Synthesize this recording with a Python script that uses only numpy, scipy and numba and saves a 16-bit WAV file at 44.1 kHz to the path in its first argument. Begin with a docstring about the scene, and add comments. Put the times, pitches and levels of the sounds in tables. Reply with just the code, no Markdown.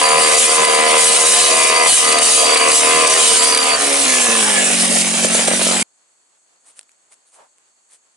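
"""A petrol brush cutter snarls at full revs a few metres away, mowing weeds, then sinks to a popping idle.
Each engine cycle rings the muffler; the steel blade hisses in every sweep, and gain control ducks the
engine under it. The machine's sound cuts off abruptly at an edit, leaving insects and a few steps
through palm fronds and dry litter."""
import sys
import numpy as np
from scipy import signal
from scipy.fft import rfft, irfft
from scipy.io import wavfile
from scipy.ndimage import uniform_filter1d, minimum_filter1d, map_coordinates
from numba import njit

SR = 44100
rng = np.random.default_rng(int(sys.argv[2]) if len(sys.argv) > 2 else 0)


def transcribe(u):
    """Save the signal u as a 16-bit wav file named by the first command-line argument.

    u: samples, shape (n,) or (channels, n), limited to [-1, 1]; the rate is SR.
    q: integer samples, one column per channel.
    """
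    v = np.clip(np.atleast_2d(u).T, -1, 1)
    q = np.round(v * 32767).astype(np.int16)
    wavfile.write(sys.argv[1], SR, q)


N = 360032
T = np.arange(N) / SR
FREQS = np.maximum(np.arange(N // 2 + 1) * SR / N, 1)
THROTTLE_SHUT_S, SLACK_START_S, EDIT_CUT_S = 3.77, 3.805, 5.83
FULL_HZ, IDLE_HZ = 77, 46  # engine cycles per second
SWAY_HZ, FADE_S = 4, .045


def undb(db):
    """Decibels to gain."""
    return 10 ** (np.asarray(db) / 20)


def unit(x):
    """Scale to an rms of one."""
    return x / np.sqrt(np.mean(x ** 2))


def curve(rows):
    """Join (seconds, value) rows by straight lines."""
    return np.interp(T, *np.transpose(rows))


def ramp(start, length):
    """Fade from zero to one."""
    return np.clip((T - start) / length, 0, 1)


def swells(rows):
    """A bell-shaped envelope for each (centre in seconds, half-width in seconds, dB) row."""
    return sum(undb(db) * np.exp(-2 * np.minimum(((T - s) / width) ** 2, 20)) for s, width, db in rows)


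def spectrum(points):
    """Join (Hz, value) points on a log-frequency axis."""
    hz, value = np.transpose(points)
    return np.interp(np.log(FREQS), np.log(hz), value)


def colour(x, points):
    """Minimum-phase EQ through (Hz, dB) points."""
    cepstrum = irfft(np.log(undb(spectrum(points))), N)
    cepstrum[1:N // 2] *= 2
    cepstrum[N // 2 + 1:] = 0
    return irfft(rfft(x) * np.exp(rfft(cepstrum)), N)


def ring(x, modes):
    """Parallel (Hz, width in Hz, dB) resonators, neighbours in opposite polarity."""
    return sum((-1) ** k * undb(db) * signal.lfilter(*signal.iirpeak(hz, hz / width, fs=SR), x + 1e-18)
               for k, (hz, width, db) in enumerate(modes))


def decay(x, seconds):
    """Give each impulse an exponential tail."""
    return signal.lfilter([1], [1, -np.exp(-1 / (seconds * SR))], x + 1e-18)


def noise(side):
    """White stereo noise with the given weight of side to mid."""
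    mid, other = rng.standard_normal((2, N))
    return unit(np.array([mid + side * other, mid - side * other]))


def walk(hz):
    """Smooth random modulation with an rms of one."""
    hold = int(SR / hz)
    return unit(uniform_filter1d(np.repeat(rng.standard_normal(N // hold + 1), hold), hold)[:N])


def clicks(times, sizes):
    """Impulses, each shared between two neighbouring samples."""
    out, place = np.zeros(N), np.clip(times * SR, 0, N - 2)
    index = place.astype(int)
    np.add.at(out, index, sizes * (1 - place % 1))
    np.add.at(out, index + 1, sizes * (place % 1))
    return out


def strokes(cycles, scatter_db, jitter_s):
    """One pulse an engine cycle, each with its own strength and timing."""
    times = np.interp(np.arange(1, int(cycles[-1])), cycles, T)
    timing, strength = rng.standard_normal((len(times), 2)).T
    return clicks(times + jitter_s * timing, undb(scatter_db * np.tanh(strength)))


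def crank_noise(cycles, memory, side, size=900):
    """Stereo noise tied to the crank angle: each cycle partly repeats the one before."""
    fresh = rng.standard_normal((2, int(cycles[-1]) + 2, size))
    turns = signal.lfilter([1], [1, -memory], fresh, axis=1).reshape(2, -1)
    mid, other = (np.interp(cycles * size, np.arange(len(row)), row) for row in turns)
    return unit(np.array([mid + side * other, mid - side * other]))


def patchy(x, spread_db):
    """Narrow bands swell and fade on their own, as crowded modes do when struck at random."""
    bands = signal.stft(x, nperseg=1024)[2]
    flicker = uniform_filter1d(rng.standard_normal(bands.shape[1:]), 7, axis=1)
    flicker = unit(uniform_filter1d(flicker, 3, axis=0))
    return signal.istft(bands * undb(spread_db * flicker), nperseg=1024)[1][:, :N]


def foliage(x, reverb_s=.09, wet_db=-11):
    """Direct sound plus a faint stereo scatter from the leaves."""
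    t = T[:SR // 8]
    tails = rng.standard_normal((2, len(t))) * 1000 ** (-t / reverb_s)
    tails /= np.sqrt(np.sum(tails ** 2, axis=1, keepdims=True))
    return x + undb(wet_db) * signal.fftconvolve(x[None], tails, axes=1)[:, :N]


# Tone of the far vegetation. Each row: frequency in Hz, gain in dB.
FOREST_EQ = [(30, -26), (130, -13), (300, -3.5), (800, 1), (2500, -5.5), (9000, -12)]
# Insect choruses. Each row: pitch in Hz, bandwidth in Hz, level in dB.
INSECT_BANDS = [(4426, 200, -73.5), (6640, 540, -67.5), (7700, 2000, -62.5), (8000, 587, -73)]


def forest():
    """The bed: shimmering insect choruses over the soft wash of far vegetation."""
    bed = undb(-63.5 + 1.2 * walk(21)) * unit(colour(noise(1), FOREST_EQ))
    for hz, width, db in INSECT_BANDS:
        band = [(hz, width, 0)]
        bed += undb(db + walk(30)) * unit(ring(ring(noise(.64), band), band))
    return bed


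# Tone of dry leaves and of soil. Each row: frequency in Hz, gain in dB.
LEAF_EQ = [(80, -36), (300, -5.5), (550, 0.5), (1200, 3), (5500, 1.5), (9000, 15.5), (11000, 3)]
SOIL_EQ = [(80, -30), (300, -17), (600, -1.5), (950, 0), (1500, -11), (4000, -24)]
# Brushing fronds and scuffing soles. Each row: centre in seconds, half-width in seconds, level in dB.
FROND_RUSTLES = [(6.69, 0.047, -46), (6.783, 0.029, -45), (7.127, 0.025, -47), (7.28, 0.032, -55),
                 (7.35, 0.04, -48), (7.935, 0.046, -46)]
SOLE_SCUFFS = [(6.68, 0.069, -63), (7.12, 0.019, -59), (7.405, 0.07, -47)]
# Dry twigs breaking. Each row: start in seconds, crack strength in dB, ring of the stick in Hz.
TWIG_SNAPS = [(6.792, -20, 4900), (6.811, -32, 4300), (6.83, -38, 5800), (6.893, -39, 2700),
              (6.917, -39.5, 6000), (7.123, -35, 1450), (7.141, -39, 6000), (7.583, -41, 2300)]


def steps():
    """Fronds crackle past, soles scuff and twigs snap, each twig with its own short woody ring."""
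    fronds = swells(FROND_RUSTLES) * unit(colour(noise(.52) * undb(2.1 * walk(900)), LEAF_EQ))
    soles = swells(SOLE_SCUFFS) * unit(colour(noise(.72), SOIL_EQ))
    twigs = 0
    for start, db, hz in TWIG_SNAPS:
        envelope = (T > start) * np.exp(-np.clip((T - start) / .0013, 0, 20))
        crack = undb(db) * envelope * noise(.56)
        twigs += undb(-10) * colour(crack, LEAF_EQ) + ring(crack, [(hz, 900, 0)])
    return fronds + soles + twigs


# The revs, from full throttle down to idle. Each row: time in seconds, engine speed in Hz.
REVS = [(0, 76.78), (.2, 77.66), (.4, 77.28), (0.54, 78.25), (0.66, 77.43), (.87, 78.22), (1.04, 77.45),
        (1.22, 79.36), (1.72, 80.62), (1.89, 80.96), (1.96, 77.13), (2.55, 76.75), (2.82, 77.03),
        (2.92, 78.56), (3.17, 80.03), (3.27, 76.13), (3.74, 76.35), (3.82, 70.51), (4.03, 67.22),
        (4.17, 62.72), (4.5, 51.73), (4.8, 46.3), (5.1, 44.68), (5.5, 46.36)]


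def crankshaft(wander=.004):
    """Running count of engine cycles; the speed wanders slightly."""
    return np.cumsum(curve(REVS) * (1 + wander * walk(12))) / SR


def by_speed(full_db, db_per_octave):
    """Gain of a part that quietens as the engine slows."""
    return undb(full_db + db_per_octave * np.log2(curve(REVS) / FULL_HZ))


def above_idle():
    """One while the engine turns fast, zero at idle."""
    return np.clip((curve(REVS) - IDLE_HZ) / 9, 0, 1)


def hum(cycles):
    """A low, wavering hum that fades in midway and lasts until the throttle shuts."""
    gate = ramp(1.8, .35) * (1 - ramp(THROTTLE_SHUT_S, FADE_S))
    return undb(-35 + 2 * walk(SWAY_HZ)) * gate * np.sin(2 * np.pi * 3.5 * cycles)


# Loose metal parts. Each row: pitch in Hz, bandwidth in Hz, level in dB,
# engine speed of the strongest buzz in Hz, reach either side of that speed in Hz.
LOOSE_PARTS = [(1160, 150, -28, 57.5, 6.2), (1713, 15, -26, 60, 5.9), (1714, 16, -26, 50, 2),
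               (2708, 40, -27, 59, 6.3)]


def rattles(cycles):
    """As the engine runs down, one loose part after another is struck once a cycle and buzzes."""
    taps = unit(strokes(cycles, scatter_db=7.5, jitter_s=0))
    fizz = unit(np.exp(-2 * (cycles % 1)) * noise(.88))
    buzz = 0
    for hz, width, db, speed_hz, reach_hz in LOOSE_PARTS:
        shake = np.exp(-((curve(REVS) - speed_hz) / reach_hz) ** 2)
        buzz += shake * undb(db) * unit(ring(taps + .5 * fizz, [(hz, width, 0)]))
    return ramp(SLACK_START_S, FADE_S) * buzz


# Hits in the drive. Each row: time in seconds, strength in dB.
DRIVE_HITS = [(0.648, 1.5), (0.747, -2.5), (2.124, 3), (2.185, 5.5), (2.545, -2.5), (2.571, 5), (2.716, 5),
              (3.136, 6.5), (3.547, 2.5), (3.573, 4.5), (5.012, -7.5)]
# Ring of the drive. Each row: frequency in Hz, bandwidth in Hz, gain in dB.
DRIVE_MODES = [(2400, 2000, 0), (4614, 670, 4.5), (8800, 1900, 3.5)]


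def knocks():
    """Hard knocks in the drive: each short crack rings the metal."""
    times, db = np.transpose(DRIVE_HITS)
    cracks = decay(clicks(times, undb(db)), seconds=.0047)
    return ring(cracks * noise(.24), DRIVE_MODES)


# Harmonics of the drone. Each row: multiple of the cycle rate, weight coasting in dB, weight idling in dB.
DRONE_HARMONICS = [(2, -19, -22.5), (4, 0.5, 1), (5, -8.5, 4.5), (6, -5.5, -5), (8, 1.5, -7), (10, -5, -14)]


def drone(cycles):
    """Off throttle the piston pumps one uneven throb a cycle."""
    fast = above_idle()
    crank = cycles + .022 * walk(40)
    tone = 0
    for multiple, coast_db, idle_db in DRONE_HARMONICS:
        db = idle_db + fast * (coast_db - idle_db + 2 * walk(6.3))
        tone += undb(db) * np.cos(2 * np.pi * multiple * crank + multiple ** 2)
    throb = undb(1.76 * walk(IDLE_HZ))
    return by_speed(full_db=-25.5, db_per_octave=1.4) * unit(tone * throb)


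# Strong firings at idle. Each row: time in seconds, peak in dB.
IDLE_POPS = [(4.972, -9.5), (5.143, -16.5), (5.248, -1.5), (5.35, -1.5), (5.394, -9.5), (5.483, 0.5),
             (5.514, -6), (5.536, -6), (5.595, -10), (5.617, -7.5), (5.669, -7.5), (5.689, -11.5),
             (5.712, -9.5), (5.735, -12), (5.762, -13.5), (5.796, -13.5)]
# Tone of one pop. Each row: frequency in Hz, gain in dB.
POP_EQ = [(60, -33.5), (200, -12), (430, -3), (620, 2.5), (820, -10.5), (1100, -10), (3000, -25.5),
          (10000, -36.5)]


def putter(cycles):
    """Off throttle most charges burn feebly; now and then one catches with a pop."""
    times, db = np.transpose(IDLE_POPS)
    firings = undb(-22) * strokes(cycles, scatter_db=6.5, jitter_s=.00026) + clicks(times, undb(db))
    pop_peak = np.abs(colour(signal.unit_impulse(N), POP_EQ)).max()
    return foliage(colour(firings, POP_EQ) / pop_peak)


# Fader for the valve gear and housing. 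Each row: time in seconds, level in dB.
CLATTER_FADER = [(0, -17), (.9, -18), (2.2, -20), (2.75, -16), (3.35, -17.5), (3.55, -19), (4.6, -19.5),
                 (5.1, -23), (5.8, -23)]
# Tone of the housing. Each row: frequency in Hz, gain in dB.
HOUSING_EQ = [(25, -27), (60, -15.5), (100, -27), (200, -5), (330, -6.5), (700, 7), (900, -0.5),
              (1600, 0.5), (2300, 4), (3200, 1.5), (4200, -7.5), (6000, -7.5), (11000, -26.5)]


def clatter(cycles, cut, jolts):
    """Valve gear and housing rattle in step with the crank; cutting and pops shake them harder."""
    rattle = patchy(crank_noise(cycles, memory=.55, side=.62), spread_db=3.2)
    unrest = undb(1.2 * walk(45) + 1.5 * walk(700))
    force = np.hypot(undb(curve(CLATTER_FADER)), undb(-11.5) * cut + .5 * jolts)
    return force * unit(colour(rattle * unrest, HOUSING_EQ))


# Hard stems meeting the blade. Each row: start in seconds, starting pitch in Hz, strength in dB.
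STEM_PINGS = [(2.739, 3860, -13.5), (2.771, 7580, -16.5), (2.77, 2370, -29.5), (2.891, 2075, -14),
              (3.191, 3090, -9.5)]


def pings(ring_s=.08, sag_per_s=.33):
    """Hard stems set the blade ringing; each ping slides down in pitch as it fades."""
    out = 0
    for start, hz, db in STEM_PINGS:
        age = np.clip(T - start, 0, 2)
        phase = 2 * np.pi * np.cumsum(hz * (1 - sag_per_s * age)) / SR
        envelope = ramp(start, FADE_S) * np.exp(-age / ring_s)
        out += undb(db) * envelope * np.sin(phase + .5 * walk(FULL_HZ))
    return out


# Sweeps through the weeds. Each row: start in seconds, length in seconds, level in dB.
WEED_SWEEPS = [(0.178, 0.37, -12.5), (0.947, 0.27, -7.5), (1.23, 0.23, -5), (1.443, 0.24, -13),
               (1.86, 0.12, 1.5), (1.99, .12, -14), (2.199, 0.21, -5.5), (2.64, 0.63, -17.5),
               (2.72, 0.035, 0), (3.07, 0.28, -11), (3.17, .21, -4), (3.398, 0.048, -6.5), (4.41, 0.6, -19)]
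# Bites into stalks. Each row: centre in seconds, half-width in seconds, level in dB.
STALK_BITES = [(.39, 0.0099, -1.5), (.425, 0.074, -3.5), (1.083, 0.018, -2.5), (1.167, 0.017, 3.5),
               (1.335, 0.025, 1), (1.935, 0.027, 5.5), (2.235, .006, 0), (3.076, 0.0056, 0.5),
               (3.352, 0.023, 1)]


def cutting(release_s=.038):
    """Force of the weeds on the blade: each sweep builds, holds and dies away; stalks add short flares."""
    power = swells(STALK_BITES) ** 2
    for start, length, db in WEED_SWEEPS:
        release = np.exp(-np.clip((T - start - length) / release_s, 0, 20))
        power += (undb(db) * ramp(start, FADE_S) * release) ** 2
    return np.sqrt(power)


# Tone of the blade's hiss. Each row: frequency in Hz, gain in dB.
HISS_EQ = [(1000, -34.5), (3000, -10.5), (5500, -9), (7000, -5), (8200, -3.5), (9200, -2), (10000, -2.5),
           (11200, -12)]
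# Ring of the steel blade. Each row: frequency in Hz, bandwidth in Hz, relative gain in dB.
STEEL_MODES = [(2965, 18, -2), (3840, 24, -2.5), (7450, 26, -8.5), (8620, 500, -5.5)]


def blade(cycles, cut, jolts):
    """Dense gritty impacts from blade and slack shaft hiss; spinning and cutting set the steel ringing."""
    undriven = undb(-1 * ramp(THROTTLE_SHUT_S, FADE_S))
    spin = by_speed(full_db=-17.5, db_per_octave=5.4) * undriven
    work = np.hypot(spin, cut)
    slack_shaft = by_speed(full_db=-11.5, db_per_octave=9.55) * np.sqrt(ramp(SLACK_START_S, .098))
    force = np.sqrt(work ** 2 + slack_shaft ** 2 + jolts ** 2)
    flutter = unit(undb(1.2 * walk(40) + .71 * walk(220) + 2 * walk(1800)))
    grit = patchy(crank_noise(cycles, memory=.35, side=.55), spread_db=3.5)
    hiss = unit(colour(grit, HISS_EQ))
    steel = unit(sum(ring(noise(.5) * undb(2 * walk(7.7)), [mode]) for mode in STEEL_MODES))
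    return force * flutter * hiss + undb(-9.5) * work * steel


# Ring of the exhaust outlet. Each row: frequency in Hz, bandwidth in Hz, relative gain per pass in dB.
OUTLET_MODES = [(2380, 93, -7.5), (4660, 170, 0)]
# Fader for the whistle. Each row: time in seconds, level in dB.
WHISTLE_FADER = [(.3, -22.5), (.65, -27), (1.4, -26), (1.8, -24), (2.55, -21), (2.8, -28), (3, -24),
                 (3.3, -22), (3.5, -18.5), (3.75, -25)]


def whistle(puffs, drift_s=.0012):
    """Each jet of gas whistles in the exhaust outlet, drifting a little in pitch."""
    jet = undb(2 * walk(45)) * puffs * noise(.62)
    tone = unit(ring(ring(jet, OUTLET_MODES), OUTLET_MODES))
    playhead = (T + drift_s * walk(SWAY_HZ)) * SR
    drifting = np.array([map_coordinates(side, [playhead], mode="mirror") for side in tone])
    return undb(curve(WHISTLE_FADER)) * drifting


# Voice of the muffler. Each row: frequency in Hz, bandwidth in Hz, gain in dB, change side-on in dB.
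MUFFLER_MODES = [(246.2, 44, -20, 2), (460, 52, 1.5, -0.5), (545, 56, 0.5, -5.5), (615, 91, -1, -6),
                 (700, 80, -3.5, -4), (1008, 62, 1.5, -2.5), (1102, 110, -1, -3), (1238, 65, -1.5, -1),
                 (1700, 90, -14, 2), (2025, 40, -1.5, -7), (2480, 260, -8.5, -4), (2950, 400, -12, -2)]


def muffler(x, turned, sway_db=2):
    """Each resonance wavers as the machine sways on the operator's back, and changes as it turns away."""
    out = 0
    for k, (hz, width, db, turn_db) in enumerate(MUFFLER_MODES):
        gain = undb(turn_db * turned + sway_db * walk(SWAY_HZ))
        out += (-1) ** k * gain * ring(x, [(hz, width, db)])
    return out


def exhaust(cycles, cut, turned, echo_s=.004056):
    """Firings ring the muffler, each with a puff of gas. Off throttle they go on weakly until idle."""
    stumble = (.005 + .02 * cut) * walk(35)  # more uneven under load
    firings = strokes(cycles + stumble, scatter_db=2.5, jitter_s=.00003)
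    firings += .36 * np.interp(T - echo_s, T, firings)  # bounce off the ground
    puffs = unit(decay(firings, seconds=.004))
    tone = unit(foliage(muffler(firings, turned)))
    gas = undb(-10) * unit(muffler(puffs * noise(1), turned))
    throttle = np.clip((THROTTLE_SHUT_S - T) / .015, 0, 1)
    force = throttle * undb(-17) + (1 - throttle) * above_idle() * undb(-26.5)
    return force * (tone + gas) + throttle * whistle(puffs)


# The machine's stereo image. Each row: frequency in Hz, phase lead of the left channel in radians.
STEREO_PHASE = [(430, -0.68), (1030, -1.17), (6100, -0.76), (11000, 0.19)]


def place(x, turned, pan_db=-.9):
    """The machine reaches the left side a little later, and edges right as the operator turns."""
    sides = np.array([[.5], [-.5]])
    shifted = irfft(rfft(x) * np.exp(1j * sides * spectrum(STEREO_PHASE)), N)
    return shifted * undb(sides * pan_db * turned)


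def scene():
    """The machine, on one crankshaft, until an edit cuts its sound off; then steps; forest throughout."""
    cycles, cut = crankshaft(), cutting()
    turned = ramp(3.1, .35)  # the operator turns side-on
    jolts = swells([(s, .017, db - 12.5) for s, db in IDLE_POPS])  # each pop jerks shaft and housing
    machine = exhaust(cycles, cut, turned)
    machine += ramp(THROTTLE_SHUT_S, .057) * (drone(cycles) + putter(cycles))
    machine += clatter(cycles, cut, jolts) + rattles(cycles) + hum(cycles)
    machine += blade(cycles, cut, jolts) + knocks() + pings()
    before_cut = np.clip((EDIT_CUT_S - T) / .004, 0, 1)
    return before_cut * place(machine, turned) + steps() + forest()


@njit
def follow(x, attack_s, release_s):
    """Envelope that rises and falls at different rates."""
    out, level = np.empty(len(x)), 0.
    for i in range(len(x)):
        level += (x[i] - level) / (SR * (attack_s if x[i] > level else release_s))
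        out[i] = level
    return out


def record(dry):
    """Gain control ducks the loud moments, a fast limiter catches the peaks, and the top is cut."""
    threshold_db, ratio, ceiling, top_hz = -10, 3.5, .9, 11150
    loudness = np.sqrt(np.abs(uniform_filter1d(np.mean(dry ** 2, axis=0), size=220)))
    held = follow(loudness, attack_s=.004, release_s=.017)
    ducked = dry * np.maximum(held / undb(threshold_db), 1) ** (1 / ratio - 1)
    limiter = ceiling / np.maximum(np.abs(ducked).max(axis=0), ceiling)
    limiter = uniform_filter1d(minimum_filter1d(limiter, size=41), size=41)
    lowpass = signal.ellip(12, .2, 70, top_hz, fs=SR, output="sos")
    return signal.sosfilt(lowpass, limiter * ducked)


dry = scene()
out = record(dry)
transcribe(out)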